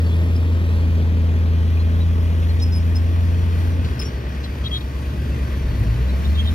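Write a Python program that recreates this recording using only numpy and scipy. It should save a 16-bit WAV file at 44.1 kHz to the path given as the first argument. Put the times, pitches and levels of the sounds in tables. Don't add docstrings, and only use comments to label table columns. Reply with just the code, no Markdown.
import sys
import numpy as np
from scipy import signal
from scipy.fft import rfft, irfft, next_fast_len
from scipy.io import wavfile
from scipy.ndimage import uniform_filter1d, map_coordinates

SR = 44100
rng = np.random.default_rng(int(sys.argv[2]) if len(sys.argv) > 2 else 0)


def log_audio(samples):
    frames = np.atleast_2d(samples).T
    limited = np.clip(frames, -1, 1)
    pcm = np.round(limited * 32767).astype(np.int16)
    wavfile.write(sys.argv[1], SR, pcm)


N = 288414


def amp(db):
    return 10 ** (np.asarray(db) / 20)


def unit(x):
    return x / np.sqrt(np.mean(x ** 2) + 1e-20)


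def along(points, hz):
    point_hz, values = np.transpose(points)
    return np.interp(np.log(hz + 1), np.log(point_hz + 1), values)


def curves(rows):
    s, *columns = np.transpose(rows)
    return [np.interp(np.arange(N) / SR, s, column) for column in columns]


def wobble(knots_per_s):
    knots = rng.standard_normal(int(N * knots_per_s / SR) + 4)
    return map_coordinates(knots, [np.arange(N) * knots_per_s / SR])


def filtered(x, response):
    m = next_fast_len(N + 8192)
    return irfft(rfft(x, m) * response(np.fft.rfftfreq(m, 1 / SR)), m)[..., :N]


def tone(phase, db, waver_db, knots_per_s, scatter_rad=np.pi):
    level = np.sqrt(2) * amp(db + waver_db * wobble(knots_per_s))
    return level * np.cos(phase + scatter_rad * rng.uniform(-1.04, 1))


def turning(firing_hz, cylinders):
    return 2 * np.pi * np.cumsum(firing_hz) / SR / cylinders


def scratch(hz, half_width_octaves, size):
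    low_hz = hz / 2 ** half_width_octaves
    high_hz = min(hz * 2 ** half_width_octaves, SR / 2.2)
    band = signal.butter(2, [low_hz, high_hz], "bandpass", fs=SR)
    return unit(signal.lfilter(*band, rng.standard_normal(size)))


def heard(x, lead_s):
    n = np.arange(N)
    return np.array([map_coordinates(x, [n + side * lead_s * SR / 2], mode="nearest") for side in (1, -1)])


def dozer_exhaust():
    # time in s, firing rate in Hz, firing tone in dB
    throttle = [(0.0, 83.44, -16), (0.6, 84.3, -17), (0.95, 82.85, -16), (1.8, 82.57, -16),
                (2.05, 84.2, -15.5), (2.3, 83.15, -16.5), (3.0, 84.2, -16.5), (3.3, 86.1, -16.8),
                (3.62, 85.7, -18), (3.87, 84.32, -19.5), (3.97, 83.06, -33), (4.1, 77.9, -42),
                (4.6, 64.2, -60), (5.2, 49.6, -52), (5.58, 40.85, -40), (5.68, 43.9, -26.5),
                (5.83, 52.2, -22.5), (6.14, 67.75, -22), (6.28, 72.94, -16), (6.54, 80.5, -18)]
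    # multiple of the cycle rate, level in dB re firing tone
    orders = [(5, -52), (7, -44), (8, -23.5), (10, -31), (14, -25), (15, -34.5), (16, -26.5), (17, -29),
              (18, -22.5), (20, -41), (22, -34)]
    # octave frequency in Hz, level in dB re firing tone
    octave = [(80, -4), (122, -3.5), (134, -24), (155, -36), (165, -20)]
    # time in s, level in dB
    rundown = [(4.0, -85), (4.12, -63), (4.55, -65), (4.67, -52), (4.85, -61), (5.0, -55), (5.15, -62),
               (5.3, -90)]
    whine_per_firing = 20.6

    hz, db = curves(throttle)
    cycle = turning(hz, cylinders=6)
    gain_hz_per_s = uniform_filter1d(np.gradient(hz) * SR, size=4000)
    strain_db = 0.13 * np.clip(gain_hz_per_s - 8, 0, 60)
    firing = tone(6 * cycle, db, 0.21, 13)
    overtones = tone(12 * cycle, db + along(octave, 2 * hz), 2.65, 5)
    overtones += sum(tone(k * cycle, db + level_db + strain_db, 0.93, 4.04) for k, level_db in orders)
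    whine_db, = curves(rundown)
    whine_hz = whine_per_firing * hz + 4 * wobble(30)
    whine = tone(2 * np.pi * np.cumsum(whine_hz) / SR, whine_db, 2, 12)
    return firing, overtones, whine, cycle


def truck_exhaust():
    # time in s, firing rate in Hz, firing tone in dB
    surging = [(0.0, 52.4, -48.5), (0.3, 53.4, -33), (0.64, 50, -37), (0.9, 57, -29), (1.15, 51.5, -36),
               (1.55, 52.3, -33.5), (1.8, 55, -30.5), (2.25, 53.6, -29), (2.56, 63.07, -28.5),
               (2.88, 57.46, -31), (3.25, 66, -27.5), (3.6, 65.53, -29), (4.0, 69.34, -27.5),
               (4.2, 66.86, -29), (4.55, 71.1, -26), (4.82, 66.94, -27), (5.15, 71.46, -24),
               (5.55, 67.47, -23.5), (5.9, 65.32, -24), (6.2, 65.1, -26), (6.54, 60.73, -29.5)]
    # multiple of the cycle rate, level in dB re firing tone before the lope
    orders = [(4, -18), (5, -9), (6, -6), (7, 0), (9, -14), (10, -10), (11, -6), (13, -5), (14, -3),
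              (15, -10), (16, -9), (17, -12), (20, -12), (24, -14), (26, -14), (29, -13), (34, -14),
              (40, -16)]
    # time in s, mean gain of the cycle tones in dB
    lope = [(0, -22), (1.5, -24), (3.8, -7), (5, -8.5), (6.54, -7)]
    mesh_per_firing, second_pair_ratio = 66.3, 1.325
    gear_db, gear_full_s, gear_rise_db_per_s = -63, 3.2, 40

    hz, db = curves(surging)
    lope_db = curves(lope)[0] + 1.94 * wobble(5)
    cycle = turning(hz, cylinders=8)
    exhaust = tone(8 * cycle, db, 1.7, 6, scatter_rad=0)
    for k, level_db in orders:
        scatter_rad = np.pi if k > 7 else .3
        exhaust += tone(k * cycle, db + lope_db + level_db, .8, 4, scatter_rad)
    whine_db = gear_db - gear_rise_db_per_s * np.clip(gear_full_s - np.arange(N) / SR, 0, 1)
    mesh = mesh_per_firing * 8 * cycle
    gears = tone(mesh + 1.1 * wobble(160), whine_db, 3.5, 30)
    gears += tone(second_pair_ratio * mesh + 1.4 * wobble(160), whine_db - 5, 3.5, 30)
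    return exhaust, gears, cycle


def squeak(length_s, hz, beside_db):
    # pitch in Hz, 2nd and 3rd harmonic in dB, flatness at the start in Hz
    pins = [(3400, -26, -29, 120), (3600, -23, -34, 30), (4300, -22, -33, 30), (5090, -2.5, -26, 0),
            (5170, -17, -15, 0), (5660, -11, -35.5, 40)]
    # offset in Hz, relative level in dB
    neighbours = [(-480, -17.5), (479, 9.5), (892, -5.5)]
    scoop_s = .012

    pin_hz, *extras = np.transpose(pins)
    second_db, third_db, scoop_hz = (np.interp(hz, pin_hz, column) for column in extras)
    t = np.arange(int(SR * (length_s + 0.056))) / SR
    steps = np.repeat(rng.standard_normal((5, 80)), 85, axis=1)
    flutter = uniform_filter1d(steps, size=85, axis=1)[:, :len(t)]
    pitch_hz = hz - scoop_hz * np.exp(-t / scoop_s) + 28 * flutter[0]
    phase = 2 * np.pi * np.cumsum(pitch_hz) / SR
    swell = np.sin(np.pi * np.clip(t / length_s, 0, .85)) ** .7
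    shape = swell * amp(-60 * np.clip(t - 0.85 * length_s, 0, 1) / .055)
    grip = amp(3.5 * flutter[1:] - 1.5)
    overtones = amp(second_db) * np.sin(2 * phase) + amp(third_db) * np.sin(3 * phase)
    wave = grip[0] * (np.sin(phase) + shape * overtones)
    for own_grip, (offset_hz, level_db) in zip(grip[1:], neighbours):
        catch_db = 3 - 14 * (2 * t / length_s - 2 * rng.random()) ** 2
        mode = np.sin(phase + 2 * np.pi * offset_hz * t)
        wave += own_grip * amp(beside_db + level_db + catch_db) * mode
    wave += amp(-23) * scratch(hz, 0.11, size=len(t))
    wave += amp(-11.5 - 60 * t / 0.099) * scratch(hz, 0.41, size=len(t))
    return shape * wave


def noise_burst(db, hz, half_width_octaves):
    t = np.arange(SR // 10) / SR
    envelope = amp(db - 60 * t / 0.14) * np.clip(t / 0.0023, 0, 1)
    return envelope * scratch(hz, half_width_octaves, size=len(t))


def tracks_and_flecks():
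    # start in s, length in s, pitch in Hz, level in dB, neighbour modes in dB, left over right in dB
    squeaks = [(0.048, 0.05, 4480, -49, -30, 5), (0.1, 0.051, 3430, -43.5, -30, 0),
               (0.348, 0.036, 5080, -47, -30, 0), (1.792, .035, 4114, -45, -30, 0),
               (2.003, 0.03, 3900, -41.5, -30, 0), (2.487, .03, 4200, -40, -30, 0.5),
               (2.597, .012, 3820, -42, -30, 3), (2.617, 0.029, 5224, -31, -30, -2),
               (2.65, 0.04, 5200, -47, -27, -1), (2.718, 0.042, 5160, -36.5, -30, 0),
               (2.744, 0.051, 5070, -40, -30, 5), (2.796, 0.026, 5430, -50, -30, 5),
               (2.95, 0.032, 5194, -34.5, -30, 2), (3.993, 0.016, 5221, -29.5, -30, 4),
               (4.008, .028, 5140, -37, -30, 6), (4.045, 0.038, 5550, -37.5, -30, 2),
               (4.078, .028, 5565, -49, -30, 1), (4.433, .025, 4070, -37, -30, 3),
               (4.638, 0.045, 3320, -32, -8, 3), (4.707, .08, 3320, -29.5, -10, 1.5),
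               (4.805, .02, 3340, -45, -5, 4), (5.304, 0.049, 2680, -50, -30, 0),
               (6.085, 0.023, 3970, -41, -30, 0), (6.243, .022, 3660, -36, -30, -3),
               (6.27, 0.039, 4238, -50, -30, -3), (6.343, 0.039, 3675, -39, -30, -3),
               (6.372, 0.046, 3280, -30, -25, -5.5), (6.436, .075, 3190, -38, -8, -3)]
    # start in s, level in dB, centre in Hz
    knocks = [(2.425, -38, 2561), (2.598, -40, 4030), (2.625, -50, 11000), (2.962, -50, 5500),
              (3.845, -36, 3180), (4.013, -33.5, 2690), (4.438, -39.5, 3440), (4.949, -47, 2495),
              (5.515, -42, 2002)]
    # start in s, level in dB, centre in Hz
    flecks = [(0.571, -43, 1670), (1.77, -40, 2540), (1.80, -41, 1020), (1.934, -38, 1520),
              (2.39, -45, 1505), (4.03, -42, 6484), (6.2, -43, 1137)]

    ports = np.zeros((2, N + SR))
    for s, length_s, hz, db, beside_db, pan_db in squeaks:
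        wave = squeak(length_s, hz, beside_db)
        port_gain = np.sqrt(2) * amp(db + np.array([[pan_db], [-pan_db]]) / 2)
        ports[:, round(s * SR):][:, :len(wave)] += port_gain * wave
    for rows, half_width_octaves in ((knocks, 0.49), (flecks, .09)):
        for s, db, hz in rows:
            burst = noise_burst(db, hz, half_width_octaves)
            ports[:, round(s * SR):][:, :len(burst)] += burst
    return ports[:, :N]


def rush(spectrum, patchy_db, beat, panels):
    z = signal.stft(rng.standard_normal(N) * beat, nperseg=512)[2]
    patches = uniform_filter1d(rng.standard_normal(z.shape), size=4, axis=0)
    patches = uniform_filter1d(patches, size=10, axis=1)
    x = signal.istft(z * amp(patchy_db * unit(patches)), nperseg=512)[1][:N]

    def colour(hz):
        bumps_db = sum(db / (1 + (2 * (hz - centre) / width) ** 2) for centre, width, db in panels)
        return amp(along(spectrum, hz) + bumps_db)

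    return unit(filtered(x, colour))


def machine_noise(spectrum, dozer, truck, truck_share, lead_s, diffuse, patchy_db):
    direct = np.sqrt(1 - truck_share) * heard(rush(spectrum, patchy_db, *dozer), lead_s)
    direct += np.sqrt(truck_share) * heard(rush(spectrum, patchy_db, *truck), .00002)
    scattered = np.array([rush(spectrum, patchy_db, *dozer) for port in range(2)])
    return np.sqrt(1 - diffuse) * direct + np.sqrt(diffuse) * scattered


def noise_layers(dozer_cycle, truck_cycle, lead_s):
    # time in s, exhaust roar in dB, engine clatter in dB, fan hiss in dB
    levels = [(0.0, -28.5, -39.5, -54), (1.0, -29.5, -39.5, -56.5), (1.6, -31, -40, -57),
              (2.5, -31, -40, -53), (3.0, -32.5, -40, -54.5), (3.6, -31.5, -39, -53),
              (4.2, -32, -39.5, -57), (4.85, -34.5, -41.5, -54.5), (5.3, -31.5, -40, -54),
              (6.1, -31, -38.5, -52.5), (6.54, -33.5, -38.5, -50)]
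    # frequency in Hz, relative density in dB per Hz
    exhaust = [(20, -37), (40, -10), (70, -4), (110, -3), (170, -5), (260, -9), (400, -13.5), (600, -18),
               (800, -28.5), (1500, -52.5)]
    block = [(300, -19.5), (700, 2), (1100, -0.5), (1400, -2), (2000, -4), (2700, -5.5), (3400, -7.5),
             (4200, -11), (5500, -13.5), (7000, -27.5), (9000, -44), (16000, -50.5)]
    fans = [(3000, -34.5), (6000, -0.5), (8200, -7.5), (10000, -4.5), (11800, -1.5), (13500, -5),
            (15700, -12.5)]
    # centre in Hz, width in Hz, gain in dB
    dozer_panels = [(252, 150, 2), (448, 73, 4), (750, 110, -2.5), (1040, 670, 2), (1274, 33, 4),
                    (1386, 95, 0.5), (1870, 170, 6.5), (2460, 140, 5.5), (3310, 220, 3), (3780, 150, 0.5),
                    (4460, 180, 2.5), (5060, 250, -4)]
    truck_panels = [(438, 62, 4), (630, 74, 8), (747, 130, -9.5), (1150, 120, 3), (1320, 120, -9.5),
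                    (1560, 210, 4.5), (1975, 110, 4.5), (2430, 180, 1), (3100, 160, 0.5), (3800, 150, 0.5)]
    mid_share, nearing_per_s = 0.27, 0.06

    roar_db, clatter_db, hiss_db = curves(levels)
    truck_share = np.clip(mid_share + nearing_per_s * (np.arange(N) - N / 2) / SR, .02, 1)
    dozer_beat = 1 + .08 * np.cos(6 * dozer_cycle) + .09 * np.cos(3 * dozer_cycle)
    truck_beat = 1 + 0.13 * np.cos(8 * truck_cycle) + 0.13 * np.cos(4 * truck_cycle)
    shared = (dozer_beat, dozer_panels), (truck_beat, truck_panels), truck_share, lead_s
    surge = wobble(9)
    roar = amp(roar_db) * machine_noise(exhaust, *shared, diffuse=.025, patchy_db=0.37)
    clatter = amp(clatter_db + 0.23 * surge) * machine_noise(block, *shared, diffuse=0.2, patchy_db=1.6)
    hiss = amp(hiss_db + .7 * surge) * machine_noise(fans, *shared, diffuse=0.86, patchy_db=3.0)
    return roar + clatter + hiss


def scene():
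    # time in s, lead of the left port for the bulldozer in s
    lead = [(0, 0.00022), (1.5, 0.0003), (3.0, 0.000361), (4.5, 0.000396), (6.54, 0.00043)]
    lead_s, = curves(lead)
    firing, overtones, whine, dozer_cycle = dozer_exhaust()
    truck, gears, truck_cycle = truck_exhaust()
    engines = heard(firing, 1.94 * lead_s) + heard(overtones, lead_s) + heard(truck, 0.00022)
    engines += gears + whine
    left, right = tracks_and_flecks()
    short_sounds = np.array([heard(left, lead_s)[0], heard(right, lead_s)[1]])
    return engines + short_sounds + noise_layers(dozer_cycle, truck_cycle, lead_s)


def record(dry):
    # frequency in Hz, left over right port in dB
    ports = [(60, .6), (300, 1.4), (500, .5), (1000, 2.2), (3000, 2.2), (5000, 1), (10500, -.5), (13000, 2),
             (15500, 5)]
    top_hz = 15750
    return filtered(dry, lambda hz: amp(np.outer([1, -1], along(ports, hz)) / 2) * (hz < top_hz))


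dry = scene()
out = record(dry)
log_audio(out)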